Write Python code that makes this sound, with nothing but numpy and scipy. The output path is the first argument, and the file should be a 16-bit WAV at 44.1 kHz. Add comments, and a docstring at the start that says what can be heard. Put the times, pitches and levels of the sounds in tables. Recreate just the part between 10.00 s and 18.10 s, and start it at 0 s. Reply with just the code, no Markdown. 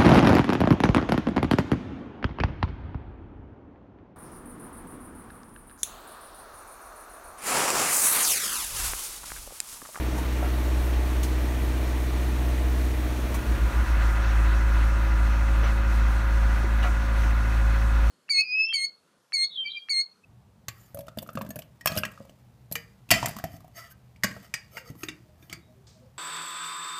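"""A diesel set hums on four beats a turn in a boat's engine room, heard from two places, the first fading into the second.
The faster shaft comes first, then a slower, louder one with a second shaft beating against it. Each hum is a sum of tones
on multiples of the shaft speed. Gear clatter whines, and short tones tap with the valve gear at fixed shaft angles.
Air hisses throughout as shaped noise; now and then a blow rings the steel plating or a burst of noise ticks."""
import sys
import numpy as np
from scipy import signal
from scipy.fft import rfft, irfft
from scipy.io import wavfile
from scipy.ndimage import uniform_filter1d, map_coordinates

SR = 44100
rng = np.random.default_rng(int(sys.argv[2]) if len(sys.argv) > 2 else 0)


def put_to_file(sound):
    """Save the sound as 16-bit audio at rate SR, in the file named by the first command-line argument."""
    columns = np.atleast_2d(sound).T  # one column per channel
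    safe = np.clip(columns, -1, 1)
    whole_steps = np.round(safe * 32767)
    wavfile.write(sys.argv[1], SR, whole_steps.astype(np.int16))


N = 357210
T = np.arange(N) / SR  # time of every sample, seconds
HZ = np.arange(N // 2 + 1) * SR / N  # frequency of every spectrum bin


def first_place():
    """The faster set: tones locked to one shaft, noise throbbing twice a turn, and hums tied to no shaft."""
    # Tones of the shaft. Each row: multiple of the shaft speed, mean level in dB rms.
    orders = [(2, -54), (3, -43), (4, -24), (5, -52), (7, -47), (8, -41), (10, -57), (12, -51), (13, -55),
              (14, -51), (15, -60), (16, -45), (17, -52), (18, -57), (19, -54), (20, -41.5), (21, -47.5),
              (22, -57), (24, -48), (25, -59), (28, -58), (29, -56), (31, -57), (46, -58), (76, -59),
              (116, -62), (121, -63), (129, -62)]
    # Wavering of the main hum. Each row: time in seconds, change in dB.
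    waver = [(.2, -3), (.55, 0.5), (1, 1), (1.4, 0), (2.05, -0.5), (2.8, 2), (3.1, -2), (3.43, -2.5),
             (3.6, 0.5), (3.72, 2.5), (3.85, 6), (4.05, -4)]
    # Rumble, clatter and hiss before the room colours them. Each row: pitch in Hz, level in dB per Hz.
    noise_levels = [(20, -65), (40, -59), (56, -58), (90, -71), (170, -65.5), (215, -68.5), (280, -61),
                    (360, -70.5), (600, -69), (800, -71.5), (2000, -77), (3200, -81.5), (6200, -86),
                    (13500, -90), (16000, -92)]
    # Resonances and dips of the room. Each row: pitch in Hz, width in Hz, boost or cut in dB.
    room = [(243, 43, -6.5), (420, 55, 2.5), (610, 84, 2.5), (698, 38, 1.5), (540, 24, -1.5), (775, 34, -4),
            (875, 68, 3), (1910, 170, 2.5), (2400, 150, 3)]
    # How much of the noise repeats every turn. Each row: pitch in Hz, share of the power from 0 to 1.
    repeat = [(300, 0.17), (900, 0.02), (2500, 0.3), (4500, 0.14), (7000, 0.05)]
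    # The hiss sinks a little. Each row: time in seconds, change in dB.
    hiss = [(0, 1), (1.5, 0.24), (3, 0)]
    # Wavering tones of no shaft. Each row: pitch in Hz, width in Hz, level in dB rms.
    stray_hums = [(57.3, 1.5, -42.5), (90, 4.4, -47), (215, 8.7, -50)]

    angle = shaft(turn_hz=15.472, start=-0.756, wander=0.012)
    throb = undb(3.0 * np.cos(2 * angle))
    swell = undb(0.38 * flicker(10) + in_time(hiss))
    spectrum = undb(in_pitch(noise_levels)) * bumps(room)
    noise = roar(angle, spectrum, repeat, 0.88, throb, swell, flicker_db=0.6)
    stray = sum(undb(db) * band(hz, width) for hz, width, db in stray_hums)
    hum = tones(angle, orders, in_time(waver), flutter_db=0.7, thump=2.25,
                locked=(8, 12, 16, 17, 19, 20, 21, 22, 24))
    return hum + noise + stray


def second_place():
    """The slower set, with gear whine and taps; the noise swells as its two shafts fall in and out of step."""
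    # Tones of the main shaft. Each row: multiple of the shaft speed, mean level in dB rms.
    orders = [(2, -44), (4, -19.9), (6, -53), (8, -38), (9, -58), (12, -51), (14, -52), (16, -44),
              (20, -54), (21, -61), (22, -59), (24, -49), (28, -59), (30, -61), (38, -59), (40, -49),
              (52, -59), (55, -60), (60, -60), (67, -60), (68, -55), (69, -59), (70, -58), (71, -57),
              (72, -56), (76, -52.5), (85, -59), (86, -51), (90, -51), (91, -58), (92, -58), (99, -49),
              (100, -55), (102, -60), (103, -53), (104, -47.5), (107, -53), (108, -50.5), (105, -59),
              (113, -56), (114, -53), (123, -54), (126, -58), (136, -61), (143, -58), (183, -62),
              (187, -62), (188, -63)]
    # Tones of the second shaft. Each row: multiple of its speed, mean level in dB rms.
    second_orders = [(2, -51), (4, -36), (5, -41), (7, -45), (8, -54), (9, -53), (10, -61), (11, -60.5),
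                     (16, -60)]
    # Wavering of the main hum. Each row: time in seconds, change in dB.
    waver = [(3.55, 1.1), (3.85, -1.3), (4.05, -0.034), (4.6, 0.39), (5.5, -0.46), (6.4, 0.0044),
             (7.1, -1.2), (7.5, -0.64), (8.1, 1.2)]
    # The shaft hunts around its mean speed. Each row: time in seconds, lead in radians.
    lead = [(4.2, -.012), (4.6, .012), (5.1, .016), (5.5, .042), (6.25, .042), (6.6, -.011), (7.8, -.07),
            (8.1, -.08)]
    # Rumble, clatter and hiss before the casing colours them. Each row: pitch in Hz, level in dB per Hz.
    noise_levels = [(20, -75), (28, -73), (55, -53), (100, -64.5), (165, -76), (220, -70.5), (330, -69.5),
                    (450, -77.5), (560, -71.5), (800, -72.5), (2000, -74), (3100, -82), (6000, -86),
                    (14000, -97.5)]
    # Resonances and dips of the casing. Each row: pitch in Hz, width in Hz, boost or cut in dB.
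    casing = [(984, 184, 5), (1180, 63, 2.5), (1445, 190, 7.5), (1640, 124, 4), (2030, 100, 3.5),
              (2230, 140, -0.5), (2523, 270, 1.5)]
    # How much of the noise repeats every turn. Each row: pitch in Hz, share of the power from 0 to 1.
    repeat = [(300, .25), (700, .25), (1400, .25), (2500, .35), (4000, .1), (7000, 0)]
    # The whine grows and sinks. Each row: time in seconds, change in dB.
    whine = [(3.75, -0.5), (4, 1), (4.4, 0.6), (5, -1.07), (8.1, -1)]
    turn_hz = 13.695
    hiss_follows = 0.82  # share of the whine's dB changes that the hiss shares

    angle = shaft(turn_hz, start=-1.102, wander=0.004) + in_time(lead)
    second = shaft(turn_hz=13.076, start=-1.46, wander=0.008)
    whine_db = in_time(whine)
    swell = undb(0.45 * np.cos(4 * (angle - second)) + 0.7 * flicker(10))
    swell = swell * undb(hiss_follows * whine_db)
    # the clatter takes the rest of the whine's changes and throbs once a turn
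    throb = swell * undb((1 - hiss_follows) * whine_db + 1.5 * np.cos(angle - 0.5))
    spectrum = undb(in_pitch(noise_levels)) * bumps(casing)
    noise = roar(angle, spectrum, repeat, 0.97, throb, swell, flicker_db=0.9)
    hum = tones(angle, orders, in_time(waver), flutter_db=1.28, thump=-2.2,
                locked=(99, 100, 104, 108), opposed=(103, 107), whine_db=whine_db)
    second_hum = tones(second, second_orders, 0, flutter_db=1.0)
    return hum + second_hum + noise + taps(angle, turn_hz) * undb(whine_db)


def shaft(turn_hz, start, wander):
    """Shaft angle in radians, hunting a little; start is the angle of the four-a-turn beat."""
    return 2 * np.pi * turn_hz * T + start / 4 + wander * walk(3)


def tones(angle, orders, waver_db, flutter_db, thump=0, locked=(), opposed=(), whine_db=0):
    """A tone on each multiple of the shaft; locked ones add up to one thump a turn, opposed ones cancel there."""
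    out = 0
    for multiple, db in orders:
        lag = rng.uniform(0, 2 * np.pi)
        flutter = flutter_db * walk(6)
        if multiple in (2, 4):  # the beats keep step with the shaft
            lag = 0
            flutter = flutter / 3 + waver_db
        elif multiple in locked + opposed:
            lag = -multiple * thump
            if multiple > 14 and multiple not in opposed:
                lag += np.pi  # turned over above the hull's resonance
        if multiple > 80:  # gear teeth
            flutter = flutter + whine_db
        out = out + undb(db + flutter) * np.cos(multiple * angle + lag)
    return np.sqrt(2) * out  # a cosine of rms 1 peaks at the root of 2


def taps(angle, turn_hz):
    """Valve gear taps the casing at fixed shaft angles: short tones that differ a little from turn to turn."""
    # Each row: shaft angle in radians, pitch in Hz, typical peak level in dB.
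    tap_rows = [(.15, 1968, -39), (.2, 970, -45), (.45, 2590, -42.5), (.75, 1820, -44), (1.6, 970, -44),
                (1.75, 2540, -50), (1.85, 1620, -43), (3.6, 1700, -44.5), (4.9, 2650, -47.5),
                (5.7, 2150, -46)]
    rise_s, scatter_db, detune = 0.003, 2, 0.01  # detune is a share of the pitch
    out = 0
    for at, hz, db in tap_rows:
        # whole turns and the part of a turn since the tap; the added turn keeps the count above zero
        turn, part = np.divmod((angle - at) / (2 * np.pi) + 1, 1)
        draws = rng.standard_normal((int(turn.max()) + 1, 2))
        size, tune = draws[turn.astype(int)].T
        age = part / turn_hz
        shape = age / rise_s * np.exp(1 - age / rise_s)
        tone = np.sin(2 * np.pi * hz * (1 + detune * tune) * age)
        out = out + undb(db + scatter_db * size) * shape * tone
    return out


def knocks():
    """Blows on the steel: each rings the plating modes near its pitch, and each mode dies at its own rate."""
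    # Each row: start in seconds, ring level in dB, pitch in Hz where it rings most.
    blows = [(.179, -36, 950), (.186, -39, 860), (.355, -42.5, 2600), (.427, -28, 684), (.429, -39, 1380),
             (.433, -37, 1000), (.447, -36, 600), (0.461, -41, 1250), (.474, -40, 1000), (1.241, -40, 4700),
             (3.343, -34, 1050), (3.344, -37, 2000), (5.632, -31.5, 543), (5.634, -42, 2600),
             (5.648, -40, 1200), (5.707, -43, 1140), (5.638, -45, 5900), (5.646, -42, 5900),
             (5.654, -49, 5900), (6.632, -37, 617), (6.642, -30, 350), (6.828, -38, 2880),
             (6.837, -30.5, 1750), (6.844, -30, 695), (6.856, -35, 720), (6.845, -32, 1250),
             (6.852, -41, 2250), (6.859, -34, 1350), (6.868, -32, 1140), (7.955, -36, 1490)]
    # Modes of the plating. Each row: pitch in Hz, seconds to die away by 60 dB.
    plating = [(290, 0.1), (340, 0.12), (410, 0.057), (470, 0.099), (570, 0.11), (655, 0.061), (720, 0.12),
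               (920, 0.11), (1130, 0.11), (1290, 0.081), (1390, 0.17), (1490, 0.034), (1700, .08),
               (1950, 0.067), (2280, 0.18), (2430, 0.13), (2710, 0.085), (2900, 0.14), (3250, 0.053),
               (3740, 0.07), (4220, 0.082), (5060, 0.12), (5960, 0.065)]
    spread_oct, contact_s = 0.31, 0.00078  # reach around the pitch in octaves; rise time
    out = np.zeros(N)
    hz, t60 = np.transpose(plating)[:, :, None]
    signs = rng.choice([-1, 1], (len(blows), len(plating), 1))
    for (start_s, ring_db, centre_hz), sign in zip(blows, signs):
        first = int(start_s * SR)
        age = T[:min(N - first, SR // 4)]  # a quarter of a second at most
        weight = np.exp(-(np.log2(hz / centre_hz) / spread_oct) ** 2) * sign
        modes = weight * undb(ring_db - 60 * age / t60) * np.sin(2 * np.pi * hz * age)
        out[first:first + len(age)] += modes.sum(axis=0) * np.clip(age / contact_s, 0, 1)
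    return out


def ticks():
    """Wide bursts of noise: a sharp start, a hold while the part rattles, then a quick decay."""
    # Each row: start in seconds, length before the decay in seconds, held level in dB rms, pitch in Hz.
    tick_rows = [(0.18, .002, -40, 6500), (0.428, .05, -44, 1200), (0.934, .002, -39.5, 2600),
                 (1.231, .006, -34, 7100), (3.342, 0.004, -38, 6540), (3.343, .005, -40, 12000),
                 (5.634, 0.059, -36.5, 1480), (6.823, 0.026, -38.5, 1900), (6.827, .015, -47, 5000)]
    rise_s, t60_s = 0.001, 0.12  # t60 is the time to die away by 60 dB
    relative_width = 1.6  # share of the pitch
    out = 0
    for start_s, length_s, db, hz in tick_rows:
        age = T - start_s
        decay_db = -60 * np.clip(age - length_s, 0, None) / t60_s
        shape = np.clip(age / rise_s, 0, 1) * undb(db + decay_db)
        out = out + shape * band(hz, relative_width * hz)
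    return out


def roar(angle, spectrum, repeat, memory, throb, swell, flicker_db):
    """Noise of the running set: part repeats and throbs each turn, part is fresh, swells and flickers by band."""
    share = in_pitch(repeat)
    white = rfft(rng.standard_normal(N))
    fresh = 0
    for hz in 31.25 * 2 ** np.arange(0, 10, 0.5):  # half-octave steps
        octaves = np.log2((HZ + 1) / hz)
        part = np.cos(np.pi * np.clip(octaves, -0.5, 0.5)) ** 2  # neighbouring bands add up to one
        depth_db = flicker_db * (2.2 if hz > 2500 else 1)  # the treble flickers more
        fresh = fresh + irfft(white * part, N) * undb(depth_db * flicker(13))
    repeating = rfft(clatter(angle, memory) * throb) * np.sqrt(share)
    passing = rfft(fresh * swell) * np.sqrt(1 - share)
    return irfft((repeating + passing) * spectrum * np.sqrt(SR / 2), N)  # the root turns dB per Hz into gain


def clatter(angle, memory, count=2048):
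    """Teeth and bearings meet the same flaws every turn: noise laid round the shaft, slowly renewed."""
    turns = (angle - angle.min()) / (2 * np.pi)
    fresh = rng.standard_normal((int(turns.max()) + 42, count))  # one row a turn
    renewed = signal.lfilter([np.sqrt(1 - memory ** 2)], [1, -memory], fresh, axis=0)
    ring = renewed[40:].ravel()  # the first 40 turns only let the memory settle
    step = angle[-1] / T[-1] / (2 * np.pi) * count / SR  # noise points passed per sample
    return map_coordinates(ring, [turns * count], order=3) * np.sqrt(step)  # as strong per Hz as white noise


def band(hz, width):
    """Noise of rms 1 in a steep resonance."""
    gain = 1 / (1 + (2 * (HZ - hz) / width) ** 2)
    x = irfft(rfft(rng.standard_normal(N)) * gain, N)
    return x / x.std()


def bumps(rows):
    """Gain of resonances or dips given as (Hz, width in Hz, dB)."""
    return undb(sum(db / (1 + (2 * (HZ - hz) / width) ** 2) for hz, width, db in rows))


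def walk(rate):
    """Random levels, each held 1 / rate seconds, then smoothed twice; spread near 1."""
    k = int(SR / rate)
    steps = np.repeat(rng.standard_normal(N // k + 1), k)
    return np.sqrt(2) * uniform_filter1d(uniform_filter1d(steps, k), k)[:N]


def flicker(rate):
    """A random walk that keeps its quick steps and loses its slow drift."""
    w = walk(rate)
    return w - uniform_filter1d(w, int(3 * SR / rate))


def undb(db):
    """Decibels to gain."""
    return 10 ** (np.asarray(db) / 20)


def in_time(rows):
    """Rows joined by straight lines in time."""
    return np.interp(T, *np.transpose(rows))


def in_pitch(rows):
    """Rows joined by straight lines on a log-frequency axis."""
    hz, value = np.transpose(rows)
    return np.interp(np.log(HZ + 1), np.log(hz), value)


def scene():
    """The first place fades into the second at constant power; knocks and ticks lie over both."""
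    fade_start_s, fade_s = 3.2, 1.0
    turn = np.pi / 2 * np.clip((T - fade_start_s) / fade_s, 0, 1)
    engine = first_place() * np.cos(turn) + second_place() * np.sin(turn)
    return (engine + knocks() + ticks())[None]


def record(dry):
    """The microphone housing dips a few treble bands; a steep filter cuts the top."""
    # Each row: pitch in Hz, width in Hz, cut in dB.
    mic_dips = [(4940, 560, -6), (7510, 1250, -4), (10470, 240, -15)]
    top_hz = 15640
    coloured = irfft(rfft(dry) * bumps(mic_dips), N)
    low_pass = signal.ellip(12, 0.2, 80, top_hz, fs=SR, output="sos")  # 0.2 dB ripple, 80 dB cut
    return signal.sosfilt(low_pass, coloured)


dry = scene()
out = record(dry)
put_to_file(out)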